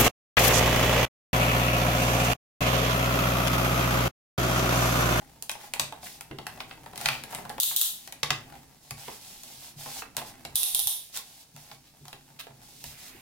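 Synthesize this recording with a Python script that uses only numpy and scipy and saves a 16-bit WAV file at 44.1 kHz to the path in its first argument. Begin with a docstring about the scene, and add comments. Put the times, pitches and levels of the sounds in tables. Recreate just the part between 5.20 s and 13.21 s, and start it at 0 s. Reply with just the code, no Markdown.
"""Posing a toy robot

A large robot of plastic and die-cast metal is handled on a desk in a small room, close to a camera.
Gloves slide over the hollow shell, panels click and clack, two spring ratchet joints turn notch by notch.
The desk booms under the heavier knocks; the camera's limiter ducks everything after the sharpest snaps."""
import sys
import numpy as np
from scipy import signal
from scipy.fft import rfft, irfft, next_fast_len
from scipy.io import wavfile
from scipy.ndimage import uniform_filter1d, minimum_filter1d

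SR = 44100
rng = np.random.default_rng(int(sys.argv[2]) if len(sys.argv) > 2 else 0)


def int16_out(signal):
    """Quantize to a 16-bit WAV file."""
    q = np.round(np.clip(np.atleast_2d(signal).T, -1, 1) * 32767)
    wavfile.write(sys.argv[1], SR, q.astype(np.int16))


N = 353241
TIME = np.arange(N) / SR


def amp(db):
    """Decibels to gain."""
    return 10 ** (np.asarray(db) / 20)


def unit_rms(x):
    """Scales to rms 1."""
    return x / np.sqrt(np.mean(x ** 2) + 1e-20)


def unit_hit(x):
    """Scales a stereo hit to the energy of 10 ms at rms 1."""
    return x * np.sqrt(2 * SR / 100 / np.sum(x ** 2))


def curve_at(points, hz):
    """Reads a curve on a log-frequency axis."""
    f, value = np.transpose(points)
    return np.interp(np.log(hz + 1), np.log(f + 1), value)


def add(mix, s, sound):
    """Mixes a sound in at s seconds."""
    part = mix[:, round(s * SR):][:, :sound.shape[1]]
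    part += sound[:, :part.shape[1]]


def colour(x, spectrum, size=4096):
    """Minimum-phase EQ: it rings only after it is hit."""
    log_gain = np.log(amp(curve_at(spectrum, abs(np.fft.fftfreq(size, 1 / SR)))))
    taps = np.fft.ifft(np.exp(np.conj(signal.hilbert(log_gain)))).real[:size // 2]
    return signal.fftconvolve(x, taps[None], axes=1)[:, :x.shape[1]]


def pitched(shape, hz):
    """Moves a spectrum to a part's own pitch: small parts ring higher."""
    return [(ratio * hz, db) for ratio, db in shape]


# How alike the two microphone ports sound: (frequency [Hz], coherence [0-1])
PORT_COHERENCE = [(100, 0.97), (700, 0.67), (2000, 0.59), (4000, 0.34), (8000, 0.01), (16000, 0.32)]

def noise(size, lead_s=.00004):
    """Stereo white noise at the two ports: alike in the bass, the left slightly early."""
    padded = next_fast_len(size)
    hz = np.fft.rfftfreq(padded, 1 / SR)
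    left, unrelated = rfft(rng.standard_normal((2, size)), padded)
    same = np.clip(curve_at(PORT_COHERENCE, hz), 0, 1)
    right = (same * left + np.sqrt(1 - same ** 2) * unrelated) * np.exp(-2j * np.pi * hz * lead_s)
    return irfft(np.array([left, right]), padded)[:, :size]


def ring(spectrum, t60, hold=0., size=4096):
    """A struck part: crowded modes that chatter for a moment, then die together."""
    decay = amp(-60 * np.maximum(TIME[:size] - hold, 0) / t60)
    return unit_hit(colour(noise(size) * decay, spectrum))


def modes(table, t, detune=0.):
    """Separate resonances: dying sines of random phase."""
    return sum(amp(db - 60 * t / t60) * np.sin(2 * np.pi * (hz * rng.normal(1, detune) * t + rng.random()))
               for hz, db, t60 in table)


# The bed under everything: (frequency [Hz], gain [dB])
ROOM_TONE_EQ = [(20, -12), (45, 2), (70, 2), (95, -7), (135, 5.5), (200, -2), (320, -12), (500, -29),
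                (900, -27.5), (1500, -25), (5000, -11), (16000, -17.5)]

def room_tone(level_db=-63.5):
    """The quiet room: a steady low rumble with faint hiss."""
    return amp(level_db) * unit_rms(colour(noise(N), ROOM_TONE_EQ))


# Reverb length: (frequency [Hz], t60 [s])
ROOM_DECAY = [(150, 0.72), (700, 0.26), (2000, 0.3), (4000, 0.29), (9000, 0.24), (16000, 0.17)]
# Soft furnishings swallow some treble from the tail: (frequency [Hz], gain [dB])
TAIL_EQ = [(100, -1), (2500, 0), (6000, -2.5), (16000, 0.5)]

def room_reverb(x, echo_s=.0072, echo_db=-19.5, tail_db=-3.0, build_s=0.0013, size=22050, count=3):
    """One reflection off a near surface, then a short diffuse tail whose paths change as the toy moves."""
    out = x.copy()
    for k in range(count):
        hz, t, bands = signal.stft(noise(size), SR, nperseg=256)
        decay = amp(-60 * t / curve_at(ROOM_DECAY, hz)[:, None])
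        tail = signal.istft(bands * decay, SR, nperseg=256)[1][:, :size]
        tail *= 1 - np.exp(-(TIME[:size] / build_s) ** 2)
        tail = colour(tail * amp(tail_db) / np.linalg.norm(tail[0]), TAIL_EQ)
        send = np.sqrt(2 / count) * np.cos(np.pi * (4.3 * TIME + k / count))
        out += signal.fftconvolve(x * send, tail, axes=1)[:, :N]
    add(out, echo_s, amp(echo_db) * x)
    return out


# A thud, all bottom end: (frequency [Hz], gain [dB])
THUD_EQ = [(15, -10), (40, 9), (110, 10), (200, -15), (400, -34), (1000, -54)]

def thud():
    """Weight shifting on the desk: a short low push, in mono."""
    return ring(THUD_EQ, t60=0.24).mean(0, keepdims=True)


# The desk's boom: (frequency [Hz], relative level [dB], t60 [s])
DESK_MODES = [(64.4, -21, 0.23), (112.5, -12, 0.49), (140.5, 0, 0.35), (169, -19, 0.19), (235, -11, 0.31)]
# The torso's dull knock: (frequency [Hz], gain [dB])
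TORSO_EQ = [(120, -2), (230, -0.5), (400, 5), (480, -6), (800, -34), (2000, -68)]
# The toy bumps the desk: (time [s], boom before its boost [dB], torso knock [dB])
DESK_BUMPS = [(1.109, -40.5, -36), (1.184, -59, -41.5), (1.776, -51, -49), (2.15, -50, -45),
              (3.106, -37.5, -39), (3.71, -42, -59), (3.882, -60, -47.5), (4.56, -43, -69),
              (4.659, -51, -66), (4.968, -47, -52), (5.25, -53, -48), (6.343, -46.5, -70),
              (6.511, -52.5, -65), (6.81, -47, -56), (6.928, -54.5, -52.5), (7.289, -49.5, -64),
              (7.639, -46, -61), (7.94, -64, -49.5)]
# The toy shifts its weight: (time [s], level [dB])
WEIGHT_SHIFTS = [(0.59, -42), (3.709, -43), (5.247, -48), (7.66, -46)]

def desk(rise_s=0.0075, boost_db=3, rocks_above_db=-28, lurch_lead_s=.014, lurch_db=-43.5, size=22050):
    """Bumps and hard snaps knock the torso and swell the desk's modes; shifts and lurches only thud."""
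    t, out = TIME[:size], np.zeros((2, N))
    hard_snaps = [(s, shell_level(db) - 4.5, shell_level(db) - 19)
                  for s, db, _, _ in SNAPS if db > rocks_above_db]
    for s, boom_db, knock_db in DESK_BUMPS + hard_snaps:
        boom = modes(DESK_MODES, t, detune=0.022) * (1 - np.exp(-t / rise_s))
        add(out, s, amp(boom_db + boost_db) * unit_hit(np.array([boom, boom])))
        add(out, s, amp(knock_db) * ring(TORSO_EQ, t60=0.23, size=size))
    for s, db in WEIGHT_SHIFTS:
        add(out, s, amp(db) * thud())
    for s, _, joint in RATCHET_NOTCHES:
        if joint == 1:  # the second joint lurches just before each notch
            add(out, s - lurch_lead_s, amp(lurch_db) * thud())
    return out


def friction(per_s, spread_db, smooth, grain_s=0.00023):
    """Tiny slips of uneven size over a smooth hiss."""
    slips = (rng.random(N) < per_s / SR) * amp(spread_db * np.minimum(rng.exponential(1, N), 4))
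    grains = signal.lfilter([1], [1, -np.exp(-1 / (grain_s * SR))], slips)
    return unit_rms(noise(N) * (smooth + unit_rms(grains)))


# Firmness of the grip, riding the murmur, rumble and rattles: (time [s], level [dB])
GRIP_FIRMNESS = [(0, -56.5), (.2, -64), (.7, -57), (1.05, -62), (1.35, -53), (1.7, -56.5), (2.3, -51.5),
                 (2.8, -64), (3.3, -54.5), (3.55, -64.5), (4.7, -60), (5.3, -56.5), (5.9, -70.5),
                 (6.45, -65.5), (6.7, -67), (7.15, -63), (7.7, -62.5), (8, -62)]
# Glove strokes, before the trims: (start [s], length [s], hiss [dB], murmur [dB], swell over stroke [dB])
GLOVE_STROKES = [(0.367, 0.1, -47, -52.5, -1), (0.809, 0.15, -41, -59, -6.5), (1.764, 0.17, -40, -42, 7),
                 (2.087, 0.11, -47, -41.5, -12), (2.62, 0.24, -46, -62, 3), (3.593, 0.11, -51.5, -79, 0),
                 (3.755, 0.2, -41, -50, -2.5), (3.971, 0.52, -44, -59, 4.5),
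                 (4.556, .23, -36.5, -50.5, 6.5), (5.02, 0.063, -43.5, -51, 4),
                 (5.346, 0.55, -36, -58, -28), (5.915, .05, -36, -54, 4), (6.018, 0.19, -47.5, -61, 4.5),
                 (6.327, 0.2, -49.5, -57.5, 0), (6.832, .1, -59, -67, 4), (7.39, 0.23, -50.5, -80, 9),
                 (7.62, 0.1, -42, -61, -4), (7.746, 0.13, -44.5, -86, 9)]
# Shell murmur, rubber hiss and the held toy's rumble on the desk: (frequency [Hz], gain [dB])
MURMUR_EQ = [(150, -24.5), (350, -18), (580, -9.5), (780, -2), (900, -5), (1150, -13), (1800, -11),
             (4000, -19)]
RUBBER_EQ = [(400, -10.5), (1400, -21), (2400, -4), (3600, 1), (5200, 2), (8000, -0.5), (12000, -1),
             (16000, -4.5)]
RUMBLE_EQ = [(25, -4), (65, -2.5), (95, -0.5), (138, 5.5), (175, -3), (260, -0.5), (400, -7),
             (700, -18), (2000, -55)]

def gloves(murmur_trim_db=-1.0, hiss_trim_db=-5.0, rumble_trim_db=-2.5,
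           attack_s=0.042, release_s=0.048, wander_db=1.5, wander_s=.06):
    """Rubber hisses over the surface, coarser slips murmur in the shell and the held toy rumbles."""
    clock = TIME[::128]
    grip = amp(np.interp(clock, *np.transpose(GRIP_FIRMNESS)))
    murmur, hiss = grip, amp(-60)  # a resting hand still hisses faintly
    for start, length, hiss_db, murmur_db, swell_db in GLOVE_STROKES:
        t = clock - start
        stroke = np.clip(t / attack_s, 0, 1) * np.clip(1 - (t - length) / release_s, 0, 1)
        stroke *= amp(swell_db * (np.clip(t / length, 0, 1) - .5))
        murmur = np.hypot(murmur, amp(murmur_db) * stroke)
        hiss = np.hypot(hiss, amp(hiss_db) * stroke)
    grip, murmur, hiss = [np.interp(TIME, clock, level) for level in (grip, murmur, hiss)]
    pressure = amp(wander_db * np.interp(TIME / wander_s, np.arange(1000), rng.standard_normal(1000)))
    coarse = unit_rms(colour(friction(per_s=260, spread_db=2.5, smooth=.7), MURMUR_EQ))
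    fine = unit_rms(colour(friction(per_s=3900, spread_db=-1.0, smooth=1.5), RUBBER_EQ))
    sliding = amp(murmur_trim_db) * murmur * coarse + amp(hiss_trim_db) * hiss * fine
    rumble = amp(rumble_trim_db) * grip * unit_rms(colour(noise(N), RUMBLE_EQ))
    return pressure * sliding + rumble


# Tight parts rubbing: (time [s], length [s], level [dB], pitch [Hz])
SCRAPE_CUES = [(0.859, 0.016, -40, 2300), (1.4, 0.02, -44, 3220), (1.482, 0.067, -55, 2800),
               (1.749, 0.29, -45.5, 4000), (3.801, 0.13, -51, 2780), (4.968, 0.036, -37, 3720),
               (5.937, 0.068, -42.5, 3700), (6.64, 0.069, -60, 3950), (7.19, 0.026, -38, 3100),
               (7.642, 0.43, -53.5, 2260)]
# A scrape's tone: (frequency [x pitch], gain [dB])
SCRAPE_EQ = [(.1, -34), (.27, -10), (.55, -9.5), (1, -3), (1.7, -10.5), (2.4, -16), (6, -12)]

def scrapes(slips_per_s=140, smooth=0.43):
    """A tight part sticks and lets go at a wavering rate as it is pushed home."""
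    out, size = np.zeros((2, N)), SR // 2
    for s, length, db, hz in SCRAPE_CUES:
        stroke = np.sqrt(abs(np.sin(np.pi * np.clip(TIME[:size] / length, 0, 1))))
        waver = unit_rms(uniform_filter1d(rng.standard_normal(size), size=300))
        slip_phase = np.cumsum(slips_per_s * np.exp(.4 * waver)) / SR % 1
        slips = smooth + np.exp(-slip_phase / 0.32)
        add(out, s, amp(db) * stroke * unit_rms(colour(noise(size) * slips, pitched(SCRAPE_EQ, hz))))
    return out


def shell_level(force_db, full_force_db=-19.5):
    """The shell's answer to a snap in dB, growing more slowly than the force."""
    return -33.5 + 0.66 * (force_db - full_force_db)


def rattles(per_s=4, scatter_db=1, lowest_hz=2300):
    """Loose parts touch at random, louder under a firm grip; laid out as in contacts()."""
    hits = []
    for slot, (when, strength, pitch) in enumerate(rng.random((round(per_s * N / SR), 3))):
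        s = (slot + when) / per_s
        db = np.interp(s, *np.transpose(GRIP_FIRMNESS)) + scatter_db * (2 * strength - 1)
        hits.append((s, db + 1, db - 3.5, db - 18, lowest_hz * 2 ** (pitch / 2)))
    return hits


# Panels and pegs snapping home: (time [s], force [dB], tick offset [dB], clack pitch [Hz])
SNAPS = [(0.2241, -48.5, 13, 3850), (0.2947, -31, -3, 2500), (0.315, -50.5, 14.5, 3000),
         (0.5367, -32, -1.5, 3100), (0.5964, -20, -2.5, 3950), (1.009, -43.5, 2.5, 2900),
         (1.1117, -43.5, -21, 2040), (1.186, -41.5, -17, 2600), (1.2674, -35, -4.5, 2740),
         (1.4035, -35.5, -19, 2720), (1.5106, -42, -28, 2340), (1.7579, -46, 0, 3090),
         (1.7771, -42, 3, 2620), (1.8126, -41.5, 1.5, 2780), (1.8579, -20, -8.5, 2920),
         (1.8866, -15, -12.5, 2730), (2.037, -40.5, 0, 2670), (2.1484, -40, 4.5, 2700),
         (2.2945, -44, 1, 2970), (2.5118, -34, -16, 2380), (2.8754, -45, 0.5, 3700),
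         (2.924, -43, 2.5, 3660), (3.0311, -23.5, -11.5, 3830), (3.1049, -21.5, -13, 3700),
         (3.708, -38.5, 0.5, 3370), (4.2342, -55.5, 11, 3940), (4.8209, -38, -20, 1560),
         (4.967, -36, 6, 3600), (5.2506, -38.5, -4.5, 3080), (5.9638, -50.5, 12, 3940),
         (5.9729, -42, 8, 3340), (6.363, -53, 3, 4040), (6.514, -45.5, -19, 2950), (6.854, -54, -1, 3350),
         (6.8812, -48.5, 0, 3400), (6.929, -43.5, -8.5, 2770), (7.1963, -60, 13, 3100),
         (7.6405, -45.5, 4.5, 3700)]
# Dull knocks on the shell, finger taps and extra hollow body under a few snaps: (time [s], level [dB])
SHELL_KNOCKS = [(0.0181, -53), (0.3517, -42.5), (0.5593, -42), (0.7238, -36.5), (0.8297, -45),
                (1.1858, -40), (1.3746, -46.5), (1.6609, -41), (1.7327, -44), (2.129, -40), (2.1849, -40.5),
                (2.2518, -41), (2.2999, -36), (2.381, -36.5), (3.031, -36.5), (3.105, -41.5), (3.3234, -47),
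                (3.3526, -49), (3.8811, -38.5), (4.6601, -40.5), (4.9792, -37.5), (5.0161, -40),
                (5.2506, -46.5), (7.2684, -45), (7.3059, -55)]

def contacts(finger_hz=2300):
    """Snaps, soft knocks and rattles as (time [s], shell [dB], clack [dB], tick [dB], pitch [Hz])."""
    snaps = [(s, shell_level(db), db, db + tick_db, hz) for s, db, tick_db, hz in SNAPS]
    knocks = [(s, db, db - 7, db - 14, finger_hz) for s, db in SHELL_KNOCKS]
    return snaps + knocks + rattles()


# The shell's hollow body and the tick's crisp top: (frequency [Hz], gain [dB])
SHELL_EQ = [(300, -10.5), (480, -4), (620, -0.5), (800, 6), (950, -0.5), (1200, -11.5), (1700, -18.5),
            (4000, -42.5)]
TICK_EQ = [(2000, -12), (4400, 4.5), (5500, 4.5), (8000, 8), (11000, 8), (14500, 3.5), (16500, 2)]
# A panel's clack: (frequency [x pitch], gain [dB])
CLACK_EQ = [(.15, -59), (.3, -6.5), (.45, -5.5), (.62, -4), (.85, -2.5), (1.15, -4), (1.5, -4.5),
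            (1.95, -11.5), (3.2, -31)]
# The die-cast frame under the panels: (frequency [Hz], relative level [dB], t60 [s])
FRAME_MODES = [(644, -10, 0.13), (983, 4.5, 0.018), (1088, -8, 0.097), (1975, -1.5, 0.045)]

def panels(frame_db=-14.0, tick_boost_db=1.5, bright_per_db=2.1, size=6615):
    """Each contact ticks, rings the panel and the frame, and sounds the hollow shell behind it."""
    out = np.zeros((2, N))
    for s, shell_db, clack_db, tick_db, hz in contacts():
        # a harder blow is a shorter contact, so its clack reaches higher
        lift_db = bright_per_db * np.clip(clack_db + 18.5, 0, 20)
        clack_eq = [(f, db + lift_db * np.clip(np.log2(f / hz) - .5, 0, 1))
                    for f, db in pitched(CLACK_EQ, hz)]
        frame = modes(FRAME_MODES, TIME[:size], detune=0.0087)
        add(out, s, amp(shell_db) * ring(SHELL_EQ, t60=0.066))
        add(out, s, amp(clack_db) * ring(clack_eq, t60=0.016, hold=0.0019))
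        add(out, s, amp(clack_db + frame_db) * unit_hit(np.array([frame, frame])))
        add(out, s, amp(tick_db + tick_boost_db) * ring(TICK_EQ, t60=.009, hold=.0008))
    return out


# Notches snapping in: (time [s], force [dB], joint [0 or 1])
RATCHET_NOTCHES = [(2.4003, -11.5, 0), (2.432, -8.5, 0), (2.5627, -12, 0), (2.6128, -10.5, 0),
                   (5.3562, -8, 1), (5.4312, -10, 1), (5.5472, -15.5, 1), (5.5928, -15.5, 1),
                   (5.6714, -14, 1)]
# Each joint's metallic bite: (frequency [Hz], gain [dB])
FIRST_JOINT_EQ = [(300, -39), (800, -22), (1400, -23.5), (2300, -22.5), (3000, -7.5), (3700, 1.5),
                  (4400, -6), (5400, -8.5), (7000, -3), (8000, -4), (10300, -2.5), (12500, -1),
                  (14300, 0.3), (16000, -7)]
SECOND_JOINT_EQ = [(300, -40), (800, -11), (1400, -22), (2300, -18.5), (3000, -5.5), (3650, 5),
                   (4400, -5.5), (5700, -2.5), (7500, -6.5), (9200, 4.5), (10700, 6), (12500, 1),
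                   (14500, 2.5), (16000, -12.5)]
# The springs' lingering shimmer: (frequency [Hz], relative level [dB], t60 [s])
SPRING_MODES = [(3760, -9, 0.32), (8900, -7, 0.35), (9250, -9, .4), (10000, 4, 0.49), (10680, -2, 0.56),
                (11700, 12, 0.32), (14200, -11, .3), (14300, -4, 0.28)]

def ratchets(sing_db=-0.5, sing_t60=0.29, sing_rise_s=0.0054, spring_db=-21.0,
             reflection_s=.0073, reflection_db=-7.5, size=22050):
    """Each notch snaps and reflects off a near surface 7 ms later; the metal and its spring sing on."""
    joints = [(FIRST_JOINT_EQ, amp([[.4], [-.4]])), (SECOND_JOINT_EQ, amp([[-1.3], [1.3]]))]
    swell = 1 - np.exp(-TIME[:size] / sing_rise_s)
    out = np.zeros((2, N))
    for s, force_db, joint in RATCHET_NOTCHES:
        joint_eq, pan = joints[joint]
        force = amp(force_db) * pan
        add(out, s, force * ring(joint_eq, t60=0.012, hold=0.0019))
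        add(out, s + reflection_s, force * amp(reflection_db) * ring(joint_eq, t60=0.0048, hold=0.00091))
        add(out, s, force * amp(sing_db) * swell * ring(joint_eq, t60=sing_t60, size=size))
        spring = np.array([modes(SPRING_MODES, TIME[:size]) for port in range(2)])
        add(out, s, force * amp(spring_db) * unit_hit(spring))
    return out


# Where the hands work: (time [s], left minus right [dB])
HAND_PAN = [(0, 0.5), (.6, -1), (1.2, 1), (3.1, 0), (3.8, -1), (5, -1.5), (7.2, -1), (8, -2)]

def scene(direct_db=-5.0):
    """The mix: handling panned with the hands and ratchets in the room, over the desk and room tone."""
    side_db = np.interp(TIME, *np.transpose(HAND_PAN))
    handling = (panels() + scrapes() + gloves()) * amp(np.array([side_db, -side_db]) / 2)
    bed = room_tone()
    joints = ratchets()
    # the joints face the microphone, so more of their sound arrives direct
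    return room_reverb(handling + joints) + amp(direct_db) * joints + desk() + bed


def record(dry, ceiling_db=-7.0, release_s=0.091, cutoff_hz=16100):
    """A look-ahead limiter catches the snaps and recovers slowly; a low-pass then trims the very top."""
    peak = -minimum_filter1d(-abs(dry).max(0), size=96)
    over_db = np.maximum(20 * np.log10(peak + 1e-9) - ceiling_db, 1e-6)
    # gain reduction jumps to each overshoot, then decays exponentially
    reduction_db = np.exp(np.maximum.accumulate(np.log(over_db) + TIME / release_s) - TIME / release_s)
    limited = dry * amp(-uniform_filter1d(reduction_db, size=48))
    low_pass = signal.firwin(255, cutoff_hz, window=("kaiser", 9), fs=SR)
    return signal.oaconvolve(limited, low_pass[None], "same", axes=1)


dry = scene()
out = record(dry)
int16_out(out)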